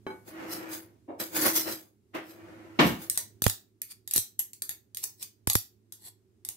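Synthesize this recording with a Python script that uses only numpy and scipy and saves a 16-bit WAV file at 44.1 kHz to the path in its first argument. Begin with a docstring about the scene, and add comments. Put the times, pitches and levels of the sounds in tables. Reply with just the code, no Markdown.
"""A wire masher is pressed into boiled potatoes in a glass bowl, in a small kitchen.
Grainy noise in shifting resonances makes the squelches; narrow resonances make the bowl hum along.
Decaying modes ring after wire clinks on the glass and cushioned blows that shake bowl and worktop.
Then a spoon picks the wires clean: steel-coloured ticks, swelling sticky smears and soft pressure thumps
at the microphone. Low appliance rumble runs throughout."""
import sys
import numpy as np
from scipy import signal
from scipy.fft import rfft, irfft, next_fast_len
from scipy.io import wavfile
from scipy.ndimage import uniform_filter1d

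SR = 44100
rng = np.random.default_rng(int(sys.argv[2]) if len(sys.argv) > 2 else 0)


def store_wav(level_fs):
    """Save 16-bit WAV to argv[1]."""
    pcm = np.round(np.clip(np.atleast_2d(level_fs), -1, 1) * 32767)
    wavfile.write(sys.argv[1], SR, pcm.T.astype(np.int16))


N = 289692


def from_db(db):
    """Decibels to gain."""
    return 10 ** (np.asarray(db) / 20)


def rms_one(x):
    """Scale to an rms of 1."""
    return x / np.sqrt(np.mean(x ** 2) + 1e-20)


def clock():
    """Time of every sample, s."""
    return np.arange(N) / SR


def at_hz(points, hz):
    """Read a table on a log-frequency axis."""
    known_hz, values = np.transpose(points)
    return np.interp(np.log(np.maximum(hz, 1)), np.log(known_hz), values)


def panned(pan_db):
    """Left and right gains; positive leans left."""
    return from_db(np.array([[pan_db], [-pan_db]]) / 2)


def add(out, start_s, sound):
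    """Mix a short sound in at start_s."""
    start = max(round(start_s * SR), 0)
    out[:, start:start + sound.shape[-1]] += sound[..., :N - start]


def band(x, low_hz, high_hz, order=2):
    """Causal band-pass."""
    sos = signal.butter(order, [low_hz, high_hz], "band", fs=SR, output="sos")
    return signal.sosfilt(sos, x)


# Stereo correlation of noise and modes: f/Hz, left-right correlation (-1 to 1)
LIKENESS = [(100, .93), (330, .8), (600, .4), (1100, -.2), (2200, .1), (4000, 0), (16000, -.03)]


def noise(spectrum=None, size=N):
    """Stereo noise of rms 1, alike in both channels in the bass and nearly unrelated in the treble."""
    padded = next_fast_len(size, True)
    hz = np.fft.rfftfreq(padded, 1 / SR)
    mid, side = rfft(rng.standard_normal((2, padded)))
    alike = at_hz(LIKENESS, hz)
    both = np.sqrt(1 + alike) * mid + np.sqrt(1 - alike) * side * [[1], [-1]]
    colour = 1 if spectrum is None else from_db(at_hz(spectrum, hz))
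    return rms_one(irfft(both * colour, padded)[:, :size])


def struck(modes, t, longest_t60_s=0.34):
    """Decaying modes, none ringing longer than longest_t60_s; the higher ones differ in phase left to right."""
    out = np.zeros((2, len(t)))
    for hz, level_db, t60_s in modes:
        apart_rad = np.arccos(at_hz(LIKENESS, hz)) * rng.choice([-1, 1])
        phase = rng.uniform(0, 2 * np.pi) + np.array([[0], [apart_rad]])
        decay = 1000 ** (-t / min(t60_s, longest_t60_s))
        out += from_db(level_db) * decay * np.sin(2 * np.pi * hz * t + phase)
    return out


def ripple(x, depth_db, spacing_hz):
    """Crowded damped resonances lift some frequencies and sink others; output rms 1."""
    size = x.shape[-1]
    hz = np.fft.rfftfreq(size, 1 / SR)
    knots_hz = np.arange(0, SR / 2, spacing_hz)
    level_db = depth_db * np.clip(rng.standard_normal(len(knots_hz)), -2.5, 1.5)
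    return rms_one(irfft(rfft(x) * from_db(np.interp(hz, knots_hz, level_db)), size))


def crackle(per_s, spread_db, grain_s):
    """Envelope of many tiny random grains of differing size; rms 1."""
    sizes = from_db(spread_db * np.clip(rng.standard_normal(N), -2, 2))
    pops = (rng.random(N) < per_s / SR) * sizes
    energy = signal.lfilter([1], [1, -np.exp(-1 / (grain_s * SR))], pops + 1e-18)
    return rms_one(np.sqrt(energy))


def swell_and_fade(t, swell_s, fade_s):
    """Exponential growth to a crest of 1 at time 0, then exponential decay."""
    return np.exp(-np.minimum(np.maximum(-t / swell_s, t / fade_s), 20))


def snap(t, crest_s=0.0011):
    """Envelope of a damped contact: a crest of 1 at crest_s, gone a few ms later."""
    age = t / crest_s
    return age * np.exp(1 - age)


# Steel colour: f/Hz, spectral level/dB
TICK = [(100, -15), (500, -22), (800, -18.5), (1500, -18), (2400, -15), (3500, -10.5), (4600, -6),
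        (6000, -7.5), (8500, -4), (9600, -3), (11700, 0), (13200, -1), (14000, -8.5), (14900, -6.5)]
# Damped resonances of spoon and wires: f/Hz, width/Hz, lift above the colour/dB
METAL = [(1850, 140, 7), (2500, 100, 4), (3700, 240, 5), (6370, 870, 4), (8200, 1500, 3), (11470, 310, 9.5)]


def metal_noise(size, body_db=0, body_hz=3500):
    """Bright noise coloured by the resonances of the steel, its body lifted below body_hz; rms 1."""
    hz = np.geomspace(50, SR / 2, num=600)
    level_db = at_hz(TICK, hz) + body_db / (1 + (hz / body_hz) ** 2)
    for centre_hz, width_hz, lift_db in METAL:
        level_db = level_db + lift_db / (1 + (2 * (hz - centre_hz) / width_hz) ** 2)
    return noise(np.transpose([hz, level_db]), size=size)


# Blow colour: f/Hz, spectral level/dB
KNOCK = [(40, -14), (130, -6), (330, 2), (480, -8), (800, -8), (1300, -11), (2300, -12.5), (3200, -14),
         (4500, -19.5), (7000, -22), (16000, -46)]


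def clatter(t, rise_s, t60_s, low_hz, high_hz, crack_db, crack_s=0.001):
    """A crack and the dull clatter that dies away after a blow."""
    body = ripple(band(noise(KNOCK, size=len(t)), low_hz, high_hz), depth_db=3.0, spacing_hz=45.37)
    fade = 1000 ** (-np.maximum(t - rise_s, 0) / t60_s)
    return body * (fade + from_db(crack_db) * np.exp(-t / crack_s))


# Rumble colour: f/Hz, spectral level/dB
AIR = [(30, -29.5), (62, -6), (100, 6), (160, -5.5), (210, 3), (270, -2.5), (380, 4), (500, -16),
       (650, -19.5), (1000, -23), (3000, -28.5), (8000, -28.5), (16000, -33.5)]
# Rumble balance: f/Hz, left-right/dB
AIR_PAN = [(60, -10.5), (200, -3.5), (450, -2), (1000, 0.5), (8000, -0.5)]
# Rumble gain: t/s, level/dB
RUMBLE = [(0, -62.5), (0.9, -64), (2.002, -69), (2.6, -60.5), (3.3, -61.5), (3.75, -69.5), (6.57, -68)]
HUM_HZ, HUM_DB_RE_RUMBLE = 105.2, -0.5


def background():
    """Low appliance rumble: coloured noise plus a steady low hum, bass stronger on the right."""
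    hum = from_db(HUM_DB_RE_RUMBLE) * np.sin(2 * np.pi * HUM_HZ * clock())
    gain_db = np.interp(clock(), *np.transpose(RUMBLE))
    rumble = (noise(AIR) + hum) * from_db(gain_db)
    pan_db = at_hz(AIR_PAN, np.fft.rfftfreq(N, 1 / SR))
    return irfft(rfft(rumble) * from_db(np.array([pan_db, -pan_db]) / 2), N)


# Bowl modes: f/Hz, level/dB, t60/s, capped at longest_t60_s
GLASS = [(382, -4.5, 0.25), (508, -14.5, 0.26), (865, -6, 0.26), (1100, -10.5, 0.11), (1486, -13, 0.34),
         (1630, -10.5, 0.1), (2240, -14.5, 0.29), (3110, -16.5, 0.1), (4000, -18, 0.17),
         (5000, -30.5, 0.16), (6300, -28, .11), (7700, -40.5, .1), (9100, -36, .1)]
# Wire touches glass: t/s, level/dB, rise/s
CLINKS = [(0.066, -31.5, 0.00072), (0.1, -36.5, 0.0053)]
CLINK_T60_S, CLINK_LOW_HZ, CLINK_HIGH_HZ = 0.36, 158, 1400
CLINK_CLATTER_DB, CLINK_CRACK_DB = -8.5, 17.5  # crack relative to clatter
CLINK_WIRE_DB, CLINK_WIRE_T60_S = -32, 1


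def clinks():
    """Bare wire hits the glass and bounces: clatter, glass modes and a shiver of the steel."""
    out, t = np.zeros((2, N)), clock()[:SR]
    for start_s, level_db, rise_s in CLINKS:
        contact = clatter(t, rise_s, CLINK_T60_S, CLINK_LOW_HZ, CLINK_HIGH_HZ, CLINK_CRACK_DB)
        shiver = from_db(CLINK_WIRE_DB - 60 * t / CLINK_WIRE_T60_S) * metal_noise(len(t))
        clink = from_db(CLINK_CLATTER_DB) * contact + shiver + struck(GLASS, t)
        add(out, start_s, from_db(level_db) * np.minimum(t / rise_s, 1) * clink)
    return out


def resonate(x, hz, width_hz):
    """One two-pole resonance."""
    r = np.exp(-np.pi * width_hz / SR)
    return signal.lfilter([1 - r, 0, r - 1], [1, -2 * r * np.cos(2 * np.pi * hz / SR), r * r], x)


def shifting(spectrum, depth_db, spacing_hz, shapes_per_s=9, count=5):
    """Noise through pockets that keep changing shape: sets of resonances fade in turn, cyclically."""
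    out, shape = 0, clock() * shapes_per_s
    for k in range(count):
        weight = np.sqrt(np.maximum(1 - np.abs((shape - k) % count - 1), 0))
        out = out + weight * ripple(noise(spectrum), depth_db, spacing_hz)
    return out


# Hand leans on masher: start t/s, end t/s, relative squash level before sag/dB
PRESSES = [(0.259, 0.742, -43.5), (2.27, 2.77, -55)]
PRESS_ATTACK_S, PRESS_RELEASE_S, PRESS_SAG_DB_PER_S = 0.19, 0.055, 6.5
PRESS_FIZZ_DB = -22  # fizz flow relative to squash flow
# Mash pocket gives way: crest t/s, wet fizz relative level/dB, dull squash relative level/dB, swell/s
SQUELCHES = [(0.283, -51.5, -55, 0.012), (0.53, -36, -47, 0.018), (0.736, -39, -48, 0.022),
             (1.202, -33, -38.5, 0.0038), (1.367, -29, -32, 0.016), (1.423, -28.5, -34, 0.019),
             (1.466, -23.5, -26, 0.03), (1.567, -23.5, -35, 0.015), (1.677, -41, -35, 0.014),
             (1.723, -37, -51, 0.06), (2.15, -54.5, -38, 0.004), (2.307, -55, -56.5, 0.044),
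             (2.805, -39, -51.5, .005), (2.872, -35, -41, 0.023), (3.028, -46, -51.5, 0.023)]
SQUELCH_FADE_S = 0.039


def mash_flow():
    """Strength of squash and fizz: presses swell, sag and let go; squelches add as power."""
    t, squash_power, fizz_power = clock(), 0, 0
    for start_s, end_s, level_db in PRESSES:
        held_s = np.maximum(t - start_s, 0)
        attack = np.sin(np.pi / 2 * np.minimum(held_s / PRESS_ATTACK_S, 1)) ** 2
        release = np.exp(-np.clip((t - end_s) / PRESS_RELEASE_S, 0, 20))
        press = from_db(level_db - PRESS_SAG_DB_PER_S * held_s) * attack * release
        squash_power = squash_power + press ** 2
        fizz_power = fizz_power + (from_db(PRESS_FIZZ_DB) * press) ** 2
    for crest_s, fizz_db, squash_db, swell_s in SQUELCHES:
        burst = swell_and_fade(t - crest_s, swell_s, SQUELCH_FADE_S)
        squash_power = squash_power + (from_db(squash_db) * burst) ** 2
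        fizz_power = fizz_power + (from_db(fizz_db) * burst) ** 2
    return np.sqrt(squash_power), np.sqrt(fizz_power)


# Resonances of filled bowl under masher: f/Hz, width/Hz, relative level/dB
HOLLOW = [(323.8, 12, 4), (338, 30, -29), (503.4, 45, -7.5), (621, 13, -12), (223, 100, -9.5)]
# Dull squash colour: f/Hz, spectral level/dB
SQUASH = [(40, -38), (110, -9.5), (250, -15.5), (450, -4.5), (900, -1), (1900, 0), (2700, -8.5),
          (3800, -21), (7000, -24), (16000, -48)]
# Wet fizz colour: f/Hz, spectral level/dB
FIZZ = [(300, -27), (1500, -15.5), (3500, -8), (5000, -6.5), (6500, -6.5), (9000, -7), (12000, -3.5),
        (14500, -3), (16000, -0.5)]
# Bowl hum level at reference squash; exponent with which it follows the squash
BOWL_HUM_DB, BOWL_HUM_REFERENCE_DB, BOWL_HUM_FOLLOWS = -43, -47, 0.75


def pressing(squash_gain_db=-1.0, fizz_gain_db=6.0):
    """Mash is forced between the wires: it squashes, air fizzes out, and the bowl hums."""
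    squash, fizz = mash_flow()
    hum = from_db(BOWL_HUM_DB) * (squash / from_db(BOWL_HUM_REFERENCE_DB)) ** BOWL_HUM_FOLLOWS
    friction, hollow = noise(), 0
    for hz, width_hz, level_db in HOLLOW:
        hollow = hollow + from_db(level_db) * rms_one(resonate(friction, hz, width_hz))
    # even out the slow level swings so the bowl hum stays steady
    hollow = hollow / np.sqrt(uniform_filter1d(np.mean(hollow ** 2, axis=0), size=2400))
    grains = crackle(per_s=5000, spread_db=4.0, grain_s=0.001)
    dull = from_db(squash_gain_db) * squash * shifting(SQUASH, depth_db=5.0, spacing_hz=44.65)
    bright = from_db(fizz_gain_db) * fizz * shifting(FIZZ, depth_db=9.0, spacing_hz=118.4)
    return hum * hollow + grains * (dull + bright)


# Worktop modes: f/Hz, level/dB, t60/s, capped at longest_t60_s
WORKTOP = [(149, -7.5, 1), (209, -10, .35), (295, -2, .3), (314, -3, 1), (450, -12.5, 0.3),
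           (493, -11.5, 0.29), (646, -12, 0.94), (719, -11.5, 0.47), (1094, -6.5, 1), (1223, -12.5, 0.1),
           (1400, -14, .3), (1780, -5, 0.15), (1920, -7.5, 0.1), (2200, -5, 0.47), (2340, -10, 0.53),
           (2750, -13, 0.46), (2786, -11.5, 0.89), (3180, -17, 0.14), (3750, -17, 0.4)]
# Cushioned blows: t/s, level/dB, rise/s, lowest f/Hz, highest f/Hz, ring relative level/dB
BUMPS = [(1.078, -37, 0.022, 350, 850, -19), (2.134, -36, 0.026, 400, 2900, -9.5),
         (2.789, -14.5, 0.0054, 188, 4300, -4), (2.836, -21.5, 0.0024, 75.4, 190, -28.5)]
BUMP_T60_S, BUMP_GLASS_DB, BUMP_CRACK_DB = 0.36, -16.5, -1.5  # glass re worktop, crack re clatter


def bumps():
    """Blows cushioned by potato clatter and shake the bowl; glass and worktop ring on."""
    out, t = np.zeros((2, N)), clock()[:SR]
    for start_s, level_db, rise_s, low_hz, high_hz, ring_db in BUMPS:
        contact = clatter(t, rise_s, BUMP_T60_S, low_hz, high_hz, BUMP_CRACK_DB)
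        ring = from_db(BUMP_GLASS_DB) * struck(GLASS, t) + struck(WORKTOP, t)
        rise = np.minimum(t / rise_s, 1)
        add(out, start_s, from_db(level_db) * rise * (contact + from_db(ring_db) * ring))
    return out


# Spoon and wires touch: t/s, relative level/dB, body lift at low f/dB
TICKS = [(3.098, -12, -9.5), (3.1745, -10.5, 3.5), (3.4203, -14, -7), (3.4397, -12.5, 7),
         (3.4642, -12, 7.5), (3.479, -17, -14), (3.497, -15, 5), (3.8172, -20.5, 0.5), (3.918, -44, 5),
         (4.0756, -26.5, -1.5), (4.1106, -22, -1), (4.1364, -12.5, -11), (4.161, -10, -8),
         (4.1784, -11.5, -3), (4.3917, -16, -11.5), (4.5323, -33, -3.5), (4.6202, -18, -6.5),
         (4.692, -20, 3), (4.9466, -28, -3.5), (4.9704, -23, -2), (5.0387, -15.5, -5.5), (5.226, -24.5, 0),
         (5.4719, -13.5, -2), (5.4986, -11.5, 13), (5.532, -15.5, -11), (5.5527, -10, -6.5),
         (5.9223, -29, 2.5), (6.4493, -24.5, 4), (6.4876, -20, 5.5)]
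TICK_GAIN_DB, TICK_PAN_DB, TICK_ROOM_DB = -4.5, 1, -2
GRIT_DB, GRIT_FADE_S = -20.5, 0.0067  # relative to the crack


def ticks():
    """Mash damps the metal: a crack of a few ms, then a gritty skid; returns direct sound and room send."""
    out, t = np.zeros((2, N)), clock()[:2048]
    grains = crackle(per_s=500, spread_db=4.0, grain_s=0.0006)
    for start_s, level_db, body_db in TICKS:
        # every point of contact favours other resonances
        steel = ripple(metal_noise(len(t), body_db), depth_db=3.5, spacing_hz=353.2)
        grit = grains[round(start_s * SR):][:len(t)]
        skid = from_db(GRIT_DB) * np.exp(-t / GRIT_FADE_S) * grit
        add(out, start_s, from_db(level_db + TICK_GAIN_DB) * (snap(t) + skid) * steel)
    return out * panned(TICK_PAN_DB), out[0] * from_db(TICK_ROOM_DB)


# Sticky mash peels off wires: crest t/s, level/dB, swell/s
SMEARS = [(3.158, -37.5, .009), (3.915, -40.5, 0.013), (4.17, -26.5, 0.017), (4.4, -32.5, 0.003),
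          (4.712, -40, .012), (5.036, -35.5, 0.0075), (5.231, -37, 0.015), (6.079, -41.5, 0.032)]
SMEAR_FADE_S = 0.01


def smears():
    """A sticky film tears with growing strength until the lump lets go."""
    out, lead = np.zeros((2, N)), SR // 4
    t = clock()[:2 * lead] - lead / SR
    grains = crackle(per_s=1500, spread_db=3.0, grain_s=0.001)
    for crest_s, level_db, swell_s in SMEARS:
        film = ripple(metal_noise(len(t), body_db=7.0), depth_db=7.0, spacing_hz=259.3)
        add(out, crest_s + t[0], from_db(level_db) * swell_and_fade(t, swell_s, SMEAR_FADE_S) * film)
    return out * grains


# Soft thumps at the microphone: t/s, relative level/dB, lowest f/Hz
THUMPS = [(3.421, -32, 100), (3.4661, -19, 52), (4.16, -37.5, 135), (4.180, -37, 135), (5.4744, -27, 62),
          (5.555, -24, 62)]
THUMP_HIGH_HZ, THUMP_PAN_DB, THUMP_BOOM_DB = 400, -17.5, -8
THUMP_CRACK_DB, THUMP_CRACK_BODY_DB, THUMP_CRACK_PAN_DB = -0.5, 39.5, -13.5


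def thumps(boom_hz=103, boom_t60_s=0.12, crack_lead_s=0.0014):
    """A dull crack and a short push of pressure, mostly on the right, swings back and leaves a brief boom."""
    out, t = np.zeros((2, N)), clock()[:SR // 4]
    for start_s, level_db, low_hz in THUMPS:
        swing = -band(signal.unit_impulse(len(t)), low_hz, THUMP_HIGH_HZ, order=3)
        since_s = np.maximum(t - t[swing.argmin()], 0)
        boom_gain = from_db(THUMP_BOOM_DB - 60 * since_s / boom_t60_s)
        boom = boom_gain * np.sin(2 * np.pi * boom_hz * since_s)
        push = swing / np.abs(swing).max() + boom
        crack = snap(t) * metal_noise(len(t), THUMP_CRACK_BODY_DB)
        crack_gain = from_db(level_db + THUMP_CRACK_DB) * panned(THUMP_CRACK_PAN_DB)
        add(out, start_s - crack_lead_s, crack_gain * crack)
        add(out, start_s, from_db(level_db) * panned(THUMP_PAN_DB) * push)
    return out


# Room decay: f/Hz, t60/s
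KITCHEN_T60 = [(150, 0.14), (600, 0.28), (2500, 0.25), (6000, 0.24), (11000, 0.17), (16000, 0.26)]


def kitchen(x, build_s=0.001):
    """Diffuse reflections of a small room, dying band by band; unit energy."""
    t = clock()[:SR // 2]
    hz = np.fft.rfftfreq(len(t), 1 / SR)
    white, tail = rfft(noise(size=len(t))), 0
    for k, (_, t60_s) in enumerate(KITCHEN_T60):
        share = at_hz([(row[0], j == k) for j, row in enumerate(KITCHEN_T60)], hz)
        tail = tail + irfft(white * share, len(t)) * 1000 ** (-t / t60_s)
    tail = rms_one(tail * (1 - np.exp(-t / build_s))) / np.sqrt(len(t))
    return signal.fftconvolve(x, tail, axes=1)[:, :N]


def scene(smear_room_db=-8.5, room_pan_db=-1.0):
    """Sum of all sources; ticks and smears also excite the room."""
    tick_direct, tick_room = ticks()
    sticky = smears()
    room = kitchen(tick_room + from_db(smear_room_db) * sticky) * panned(room_pan_db)
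    masher = clinks() + pressing() + bumps()
    spoon = tick_direct + sticky + room + thumps()
    return background() + masher + spoon


CUTOFF_HZ = 15600


def record(dry):
    """Full scale limits the peaks, then a steep low-pass cuts the top."""
    lowpass = signal.ellip(10, 0.1, 80, CUTOFF_HZ, fs=SR, output="sos")
    return signal.sosfilt(lowpass, np.clip(dry, -1, 1))


dry = scene()
out = record(dry)
store_wav(out)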